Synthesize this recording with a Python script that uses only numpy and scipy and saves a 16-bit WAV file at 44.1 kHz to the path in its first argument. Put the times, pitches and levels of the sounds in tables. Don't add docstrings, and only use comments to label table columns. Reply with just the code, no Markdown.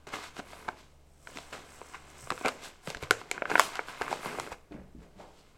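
import sys
import numpy as np
from scipy import signal
from scipy.fft import rfft, irfft
from scipy.io import wavfile
from scipy.ndimage import uniform_filter1d

SR = 44100
rng = np.random.default_rng(int(sys.argv[2]) if len(sys.argv) > 2 else 0)


def digitize_waveform(pressure):
    field = np.atleast_2d(pressure).T
    bounded = np.clip(field, -1, 1)
    quanta = np.round(bounded * 32767).astype(np.int16)
    wavfile.write(sys.argv[1], SR, quanta)


N = 245894
TIME = np.arange(N) / SR

# pitch in Hz, level in dB, t60 in seconds.
FILM_MODES = [(723, -6.5, 0.054), (959, 0.5, 0.023), (1365, 1, 0.018), (1575, -1, 0.019), (2150, -1, 0.019),
              (2560, -2, 0.012)]
# pitch in Hz, level in dB, t60 in seconds.
BODY_MODES = [(167, -22, 0.062), (268, -4, 0.013), (433, 3, 0.018), (613, 1, 0.0076)]


def from_db(db):
    return 10 ** (np.asarray(db) / 20)


def rms_one(x):
    return x / np.sqrt(np.mean(x ** 2) + 1e-20)


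def unit_burst(x):
    return x / np.sqrt(np.sum(x ** 2) / (.006 * SR))


def level_out(x):
    local_power = np.maximum(uniform_filter1d(x ** 2, size=1300), 0)
    return x / np.sqrt(local_power + 0.083 * np.mean(x ** 2))


def add(track, start_s, sound):
    start = int(start_s * SR)
    track[start:start + len(sound)] += sound[:N - start]


def at_hz(points, hz):
    table = np.array(points)
    return np.interp(np.log(np.maximum(hz, 1)), np.log(table[:, 0]), table[:, 1])


def colour(x, spectrum):
    size = 8192
    gain = from_db(at_hz(spectrum, np.fft.rfftfreq(size, 1 / SR)))
    cepstrum = irfft(np.log(gain))
    cepstrum[1:size // 2] *= 2
    cepstrum[size // 2 + 1:] = 0
    return signal.fftconvolve(x, irfft(np.exp(rfft(cepstrum))))[:len(x)]


def low_pass(x, hz):
    return signal.sosfilt(signal.butter(2, hz, fs=SR, output="sos"), x)


def high_pass(x, hz):
    return signal.sosfilt(signal.butter(2, hz, "high", fs=SR, output="sos"), x)


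def resonance(x, hz, q):
    return signal.lfilter(*signal.iirpeak(min(hz, SR / 3), q, fs=SR), x)


def ring(hz, t60_s, t):
    return np.sin(2 * np.pi * hz * t) * from_db(-60 * t / t60_s)


def strike(modes, t, spread_db):
    draws = rng.standard_normal((len(modes), 3))
    return sum(np.sign(side) * from_db(db + spread_db * strength)
               * ring(hz * np.exp(.04 * tension), t60_s, t)
               for (hz, db, t60_s), (side, strength, tension) in zip(modes, draws))


def drift(per_s):
    times_s = np.arange(0, N / SR + 1, 1 / per_s)
    return np.interp(TIME, times_s, rng.standard_normal(len(times_s)))


def clicks(per_s, spread_db):
    sizes = from_db(spread_db * np.minimum(rng.exponential(1, N), 4)) * rng.choice([-1, 1], N)
    return sizes * (rng.random(N) < per_s / SR)


def grit(per_s, grain_s):
    slips = clicks(per_s, spread_db=3)
    power = signal.lfilter([1], [1, -np.exp(-1 / (grain_s * SR))], slips ** 2 + 1e-12)
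    return np.sqrt(power) * rng.standard_normal(N)


def swell(peak_s, rise_s, fall_s):
    away = np.maximum((peak_s - TIME) / rise_s, (TIME - peak_s) / fall_s)
    return from_db(-20 * np.minimum(away, 10))


def background(air_db=-60):
    # frequency in Hz, gain in dB.
    air_spectrum = [(20, 0.5), (45, -10.5), (110, -15.5), (300, -18.5), (700, -21), (1500, -35),
                    (4000, -37), (9000, -42), (16000, -48)]
    # frequency in Hz, rms level in dB before the wavering.
    hum_partials = [(71.7, -64), (143.6, -69)]
    # time in seconds, gain in dB.
    hum_waver = [(0, -0.5), (1.2, 1), (2.3, 1), (2.6, -5.5), (5.58, -6)]
    hum = sum(from_db(db) * np.sqrt(2) * np.sin(2 * np.pi * (hz * TIME + rng.random()))
              for hz, db in hum_partials)
    air = from_db(air_db) * rms_one(colour(rng.standard_normal(N), air_spectrum))
    return air + hum * from_db(np.interp(TIME, *np.transpose(hum_waver)))


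def kitchen_tail(x, first_echo_s=0.0034, build_s=0.002):
    # frequency in Hz, tail energy in dB relative to the direct sound.
    tail_spectrum = [(100, -9.5), (400, -9.5), (1400, -18), (3000, -13), (6500, -8), (10000, -19.5),
                     (16000, -24.5)]
    # frequency in Hz, t60 in seconds.
    decay_times = [(100, 0.52), (1000, 0.31), (4000, 0.15), (8000, 0.23), (16000, .28)]
    t = TIME[:SR * 3 // 4]
    hz = np.fft.rfftfreq(len(t), 1 / SR)
    white, tail = rfft(rng.standard_normal(len(t))), 0
    onset = 1 - np.exp(-np.maximum(t - first_echo_s, 0) / build_s)
    for low_hz in 44 * 2. ** np.arange(9):
        octave = irfft(white * ((hz >= low_hz) & (hz < 2 * low_hz)), len(t))
        fade = onset * from_db(-60 * t / at_hz(decay_times, low_hz * np.sqrt(2)))
        tail += octave * fade / np.sqrt(np.sum(fade ** 2))
    return signal.fftconvolve(x, colour(tail, tail_spectrum))[:N]


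def sleeve(level_db=-47.5):
    # frequency in Hz, gain in dB.
    cloth_spectrum = [(200, -22), (480, -5), (620, 0.5), (900, 0), (1150, -11), (2000, -18), (8000, -48),
                      (16000, -58.5)]
    swish = rms_one(colour(rng.standard_normal(N), cloth_spectrum))
    return from_db(level_db) * swell(peak_s=5.2, rise_s=0.014, fall_s=0.15) * swish


def knocks(boom_hz=60, rise_s=0.0008, gain_db=-1):
    # start in seconds, relative level in dB, main pitch in Hz, t60 in seconds,
    # boom in dB relative to the knock.
    contacts = [(.39, -35, 296, 0.068, -27), (0.681, -36.5, 263, 0.06, -10), (1.358, -44.5, 288, 0.12, -13),
                (2.223, -49.5, 110, .26, -13), (2.314, -33.5, 270, 0.056, -29),
                (2.455, -31, 275, 0.044, -39), (2.875, -31.5, 174, 0.061, -14), (2.96, -53, 170, 0.11, 7),
                (3.026, -38, 126, 0.13, -10), (3.105, -42, 117, 0.16, -21), (3.53, -37.5, 290, .17, -26),
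                (4.012, -42.5, 134, 0.1, -3.5), (4.259, -39.5, 177, 0.092, -8), (4.384, -50, 127, 0.23, -4),
                (4.506, -57, 169.6, 0.26, 6.5), (4.71, -44, 280.5, 0.17, -12),
                (4.745, -44, 217.4, 0.23, -8.5), (4.785, -48, 195.3, 0.42, -5.5),
                (4.946, -47.5, 236, 0.26, -3), (4.979, -49, 166, 0.37, -4), (5.157, -54.5, 173, 0.66, -8)]
    # multiple of the main pitch, level in dB, share of the t60.
    knock_modes = [(.7, -7, 1), (1, -1, 1), (1.27, -3, .6), (1.7, -9, .5)]
    boom_modes = [(.6, -2, 1), (1, 0, 1), (1.45, -4, .8)]
    out, t = np.zeros(N), TIME[:SR // 2]
    onset = 1 - np.exp(-t / rise_s)

    def cluster(modes, hz, t60_s):
        return strike([(hz * ratio, db, t60_s * share) for ratio, db, share in modes], t, spread_db=1)

    for start_s, db, hz, t60_s, boom_db in contacts:
        knock = cluster(knock_modes, hz, t60_s)
        boom = from_db(boom_db) * cluster(boom_modes, boom_hz, t60_s)
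        add(out, start_s, from_db(db + gain_db) * np.sqrt(2) * onset * (knock + boom))
    return out


def fingertip_sizzle(floor_db=-87, flutter_db=2.0):
    # middle in seconds, length in seconds, level in dB, film tautness from 0 to 1.
    slides = [(0.552, 0.23, -65.5, .8), (1.26, .16, -81, 0.25), (1.394, 0.3, -60, 0.12),
              (1.724, 0.12, -60, 0.12), (1.903, 0.24, -62, 0.06), (2.104, 0.038, -58.5, 0.1),
              (2.217, 0.08, -55.5, 0.03), (2.38, 0.23, -55.5, 0.14), (2.658, 0.044, -53.5, 0.3),
              (2.88, 0.057, -55.5, 0.4), (3.024, 0.02, -57, 0.8), (3.545, 0.051, -52.5, 0.8),
              (3.628, 0.077, -45.5, 0.7), (3.74, .08, -66, .7), (3.904, .05, -61.5, 1),
              (4.02, 0.082, -60, 1), (4.123, 0.081, -55, 0.3), (4.254, 0.063, -54.5, 0.8),
              (4.382, 0.19, -59, .5)]
    # frequency in Hz, gain in dB.
    slack_spectrum = [(3000, -36), (5500, -3.5), (6800, -4.5), (8100, 2.5), (9300, -12), (12000, -19),
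                      (16000, -19.5)]
    taut_spectrum = [(3000, -31), (6000, -19), (8200, -3), (9500, 1), (11500, -2.5), (13500, -9.5),
                     (16000, -14)]
    slack_power, taut_power = from_db(floor_db) ** 2, 0
    for middle_s, length_s, db, tautness in slides:
        bell = np.exp(-np.minimum((2 * (TIME - middle_s) / length_s) ** 2, 20))
        power = from_db(db) ** 2 * bell
        slack_power += (1 - tautness) * power
        taut_power += tautness * power
    slack = level_out(colour(grit(per_s=700, grain_s=.0008), slack_spectrum))
    taut = level_out(colour(grit(per_s=1100, grain_s=.0008), taut_spectrum))
    flutter = from_db(flutter_db * drift(per_s=17))
    return flutter * (np.sqrt(slack_power) * slack + np.sqrt(taut_power) * taut)


def finger_effort():
    # time in seconds, gain in dB.
    hold = [(0, -12.5), (.3, -9), (.6, 2.5), (.9, -15.5), (1.12, -20.5), (1.4, -0.5), (1.8, 0.5),
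            (2.05, -0.5), (2.25, 1.5), (2.6, 2.5), (2.79, -11), (3.0, -1), (3.5, 1), (4.45, 7.5),
            (4.66, -27.5), (5.58, -10)]
    # peak time, rise and fall in seconds, then crumpling, bumping and rubbing in dB.
    moves = [(.07, 0.0017, .1, -46, -46.5, -52), (.136, 0.026, 0.12, -36.5, -42.5, -44.5),
             (0.239, 0.072, 0.1, -44, -60, -48), (0.393, 0.049, 0.027, -43.5, -51, -47.5),
             (.53, 0.21, 0.27, -54, -60, -60), (.69, 0.098, 0.081, -51, -49.5, -77),
             (0.788, 0.07, .14, -58, -59.5, -59.5), (1.3, .07, 0.12, -55.5, -53, -62),
             (1.365, 0.062, 0.12, -51.5, -64, -52), (1.529, 0.0089, 0.11, -41, -44, -47.5),
             (1.947, 0.023, 0.036, -39.5, -65, -59), (2.4, 0.17, 0.13, -51.5, -71, -58),
             (2.462, 0.03, 0.057, -29.5, -40.5, -43.5), (2.646, 0.069, 0.11, -46.5, -49, -49.5),
             (2.896, 0.069, .1, -45, -53, -48), (3.029, 0.024, .07, -42, -50, -51.5),
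             (3.2, 0.25, 0.092, -53, -59, -55.5), (3.35, 0.043, 0.13, -45.5, -48.5, -60),
             (3.513, 0.049, 0.14, -35.5, -37.5, -45.5), (3.614, 0.1, 0.18, -37.5, -47, -40.5),
             (3.76, 0.079, 0.1, -40, -63, -52.5), (3.895, 0.037, 0.23, -44.5, -61, -50.5),
             (4.02, 0.04, 0.16, -38.5, -47, -53), (4.12, 0.097, 0.11, -41, -42.5, -47.5),
             (4.26, 0.092, 0.24, -39, -44.5, -50.5), (4.35, 0.14, .17, -47.5, -43.5, -60),
             (4.47, 0.078, .06, -53, -48.5, -58), (4.525, 0.018, 0.023, -37, -46.5, -50),
             (4.723, .02, .2, -55.5, -47.5, -68), (5.03, .07, 0.14, -62.5, -55, -70),
             (5.201, 0.062, 0.19, -59.5, -53.5, -62.5), (5.39, .15, 0.18, -69.5, -64, -65)]
    hold_gain = from_db(np.interp(TIME, *np.transpose(hold)))
    power = np.outer(from_db([-57.5, -61, -64.5]), hold_gain) ** 2
    for peak_s, rise_s, fall_s, *levels_db in moves:
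        power += np.outer(from_db(levels_db), swell(peak_s, rise_s, fall_s)) ** 2
    return np.sqrt(power)


def crease_ticks(per_s=150, low_hz=2210, high_hz=7060, q=1.9):
    pitches_hz, out = np.geomspace(low_hz, high_hz, 6), np.zeros(N)
    for hz in pitches_hz:
        impulses = clicks(per_s / len(pitches_hz), spread_db=3)
        out += resonance(resonance(impulses, hz, q), hz, q) / np.sqrt(hz)
    return rms_one(out)


def crumple(modes, per_patch_s, spread_db, pitch_spread, load_db=4):
    t, out = TIME[:SR // 20], np.zeros(N)
    for stretch in np.exp(pitch_spread * np.linspace(-1, 1, 6)):
        patch = strike([(hz * stretch, db, t60_s) for hz, db, t60_s in modes], t, spread_db=-0.5)
        buckles = clicks(per_patch_s, spread_db) * from_db(load_db * drift(per_s=13))
        out += signal.oaconvolve(buckles, patch)[:N]
    return out


def fingers(catch_db=-8, tick_db=-9, pressure_db=1.5):
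    # frequency in Hz, gain in dB.
    rub_spectrum = [(1500, -11.5), (3000, 4.5), (4500, 1.5), (6200, -3), (8100, -2), (9300, -11.5),
                    (12000, -13), (16000, -26.5)]
    crumpling, bumping, rubbing = finger_effort()
    crackle = high_pass(crumple(FILM_MODES, per_patch_s=220, spread_db=3, pitch_spread=0.081), hz=554)
    bumps = high_pass(crumple(BODY_MODES, per_patch_s=70, spread_db=1, pitch_spread=0.3), hz=107)
    slide = level_out(colour(clicks(per_s=7000, spread_db=-1), rub_spectrum))
    catches = level_out(colour(grit(per_s=48, grain_s=0.0018), rub_spectrum))
    pressure = from_db(pressure_db * drift(per_s=25))
    rub = pressure * (slide + from_db(catch_db) * catches) + from_db(tick_db) * crease_ticks()
    return crumpling * level_out(crackle) + bumping * level_out(bumps) + rubbing * rub


def crease_crack(fold, level_db, ref_hz=8360, ref_db=-28, octaves_per_db=.035):
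    # frequency in Hz, gain in dB.
    crack_spectrum = [(1500, -23), (2600, 6.5), (4200, 4), (6000, -1), (7400, 3.5), (9000, -0.5),
                      (11000, 2), (13000, 0.5), (16000, -3)]
    hz = ref_hz * 2 ** (octaves_per_db * (level_db - ref_db))
    blunted = low_pass(colour(fold, crack_spectrum), np.clip(0.95 * hz, 1000, .4 * SR))
    return unit_burst(resonance(blunted, hz, q=0.8))


def panel_snaps(panel_t60_s=0.012, film_db=-4, impulse_db=16, fold_t60_s=.011, soft_hz=3000):
    # start in seconds, level in dB, panel pitch in Hz, then thud and crack in relative dB.
    snaps = [(0.3669, -42.5, 710, -5, -7), (0.3937, -39, 760, -19, -12), (0.3991, -39, 685, -7, -14),
             (0.5326, -43, 634, -20, -16), (0.6816, -34, 775, -5, -19), (0.6859, -34.5, 1560, -5, -14.5),
             (0.6877, -29, 970, -14, -19.5), (1.2725, -40, 1460, -28, -13), (1.372, -40.5, 2040, -9, -3),
             (1.3857, -41.5, 730, -10, -3), (1.8153, -42.5, 990, 0, -17), (1.9491, -53, 967, -4, -3.5),
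             (2.2725, -44.5, 1130, -1.5, -28), (2.3042, -26, 1200, -28, -9.5), (2.3143, -33, 505, -9, -33),
             (2.3212, -32.5, 1090, -4, -13), (2.3777, -40.5, 1420, -27, -11), (2.4117, -40, 650, -1, -15),
             (2.4478, -32, 690, -1, -18), (2.4515, -26.5, 726, -8, -19), (2.4589, -26.5, 2340, -7, -11.5),
             (2.4635, -31.5, 788, 3, -25), (2.474, -29.5, 520, -16, -30), (2.4831, -29, 1370, -20, -5),
             (2.4885, -30, 510, -36, -7.5), (2.8739, -34.5, 490, -14, -10.5),
             (2.9024, -38.5, 530, -4.5, -0.5), (2.9477, -35, 1650, -13.5, -9),
             (2.9703, -42.5, 530, 2, -4.5), (3.0263, -39.5, 528, 2.5, -8),
             (3.0358, -40.5, 2270, -9.5, -5.5), (3.109, -15, 1484, -7.5, -8.5),
             (3.2144, -41, 966, -6.5, -17), (3.3137, -28, 2255, -8.5, -3),
             (3.379, -33.5, 1575, -11.5, -29.5), (3.421, -24.5, 563, -10, -31.5),
             (3.4552, -29.5, 1536, -12, -34.5), (3.499, -32.5, 564, -6, -15),
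             (3.5046, -36, 1020, -14.5, -9), (3.5153, -28.5, 1597, -1, -26),
             (3.555, -15.5, 1516, -19.5, -38.5), (3.5795, -27, 1440, -10, -14.5),
             (3.596, -12.5, 1112, -29, -10), (3.6037, -32.5, 1100, -7, 0), (3.6069, -25.5, 675, -13, -13),
             (3.7553, -36.5, 1390, -28, -4), (3.7701, -48.5, 900, -13, 2), (3.7923, -27, 1410, -7.5, -33),
             (3.8846, -40, 1520, -8, -10.5), (4.0129, -30, 765, -0.5, -17),
             (4.0188, -29.5, 1580, -22, -12.5), (4.0804, -33, 1170, -29, -20),
             (4.1145, -33.5, 686, -3, -21), (4.1277, -26.5, 890, -5, -17), (4.2587, -35, 1050, -5, -9.5),
             (4.3859, -32.5, 740, -7.5, -37), (4.3987, -31.5, 960, -12, -6), (4.4738, -42.5, 1400, 0, -18),
             (4.5186, -39, 920, -5.5, -22), (4.7215, -65, 900, -4, 3.5)]
    direct, room_feed, t = np.zeros(N), np.zeros(N), TIME[:SR // 20]
    impulse = signal.unit_impulse(len(t))
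    fold_fade = from_db(-60 * t / fold_t60_s)
    for start_s, db, hz, thud_db, crack_db in snaps:
        film = from_db(film_db) * unit_burst(strike(FILM_MODES, t, spread_db=2.5))
        panel = unit_burst(ring(hz, panel_t60_s, t)) + film
        body = low_pass(strike(BODY_MODES, t, spread_db=8), soft_hz)
        thud = from_db(thud_db) * unit_burst(high_pass(body, hz=330))
        rough_fold = from_db(impulse_db) * impulse + rng.standard_normal(len(t)) * fold_fade
        smooth_panel = resonance(impulse, hz, q=4.4)
        for track, flip, fold in ((direct, panel, rough_fold), (room_feed, smooth_panel, impulse)):
            pop = unit_burst(high_pass(low_pass(flip, soft_hz), hz=540))
            crack = from_db(crack_db) * crease_crack(fold, db + crack_db)
            add(track, start_s, from_db(db) * (pop + thud + crack))
    return direct, room_feed


def scene():
    snaps, room_feed = panel_snaps()
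    handling = fingers() + fingertip_sizzle() + knocks() + sleeve()
    return (snaps + handling + kitchen_tail(room_feed + handling) + background())[None]


def record(dry):
    return signal.sosfilt(signal.ellip(10, .1, 70, 15950, fs=SR, output="sos"), dry)


dry = scene()
out = record(dry)
digitize_waveform(out)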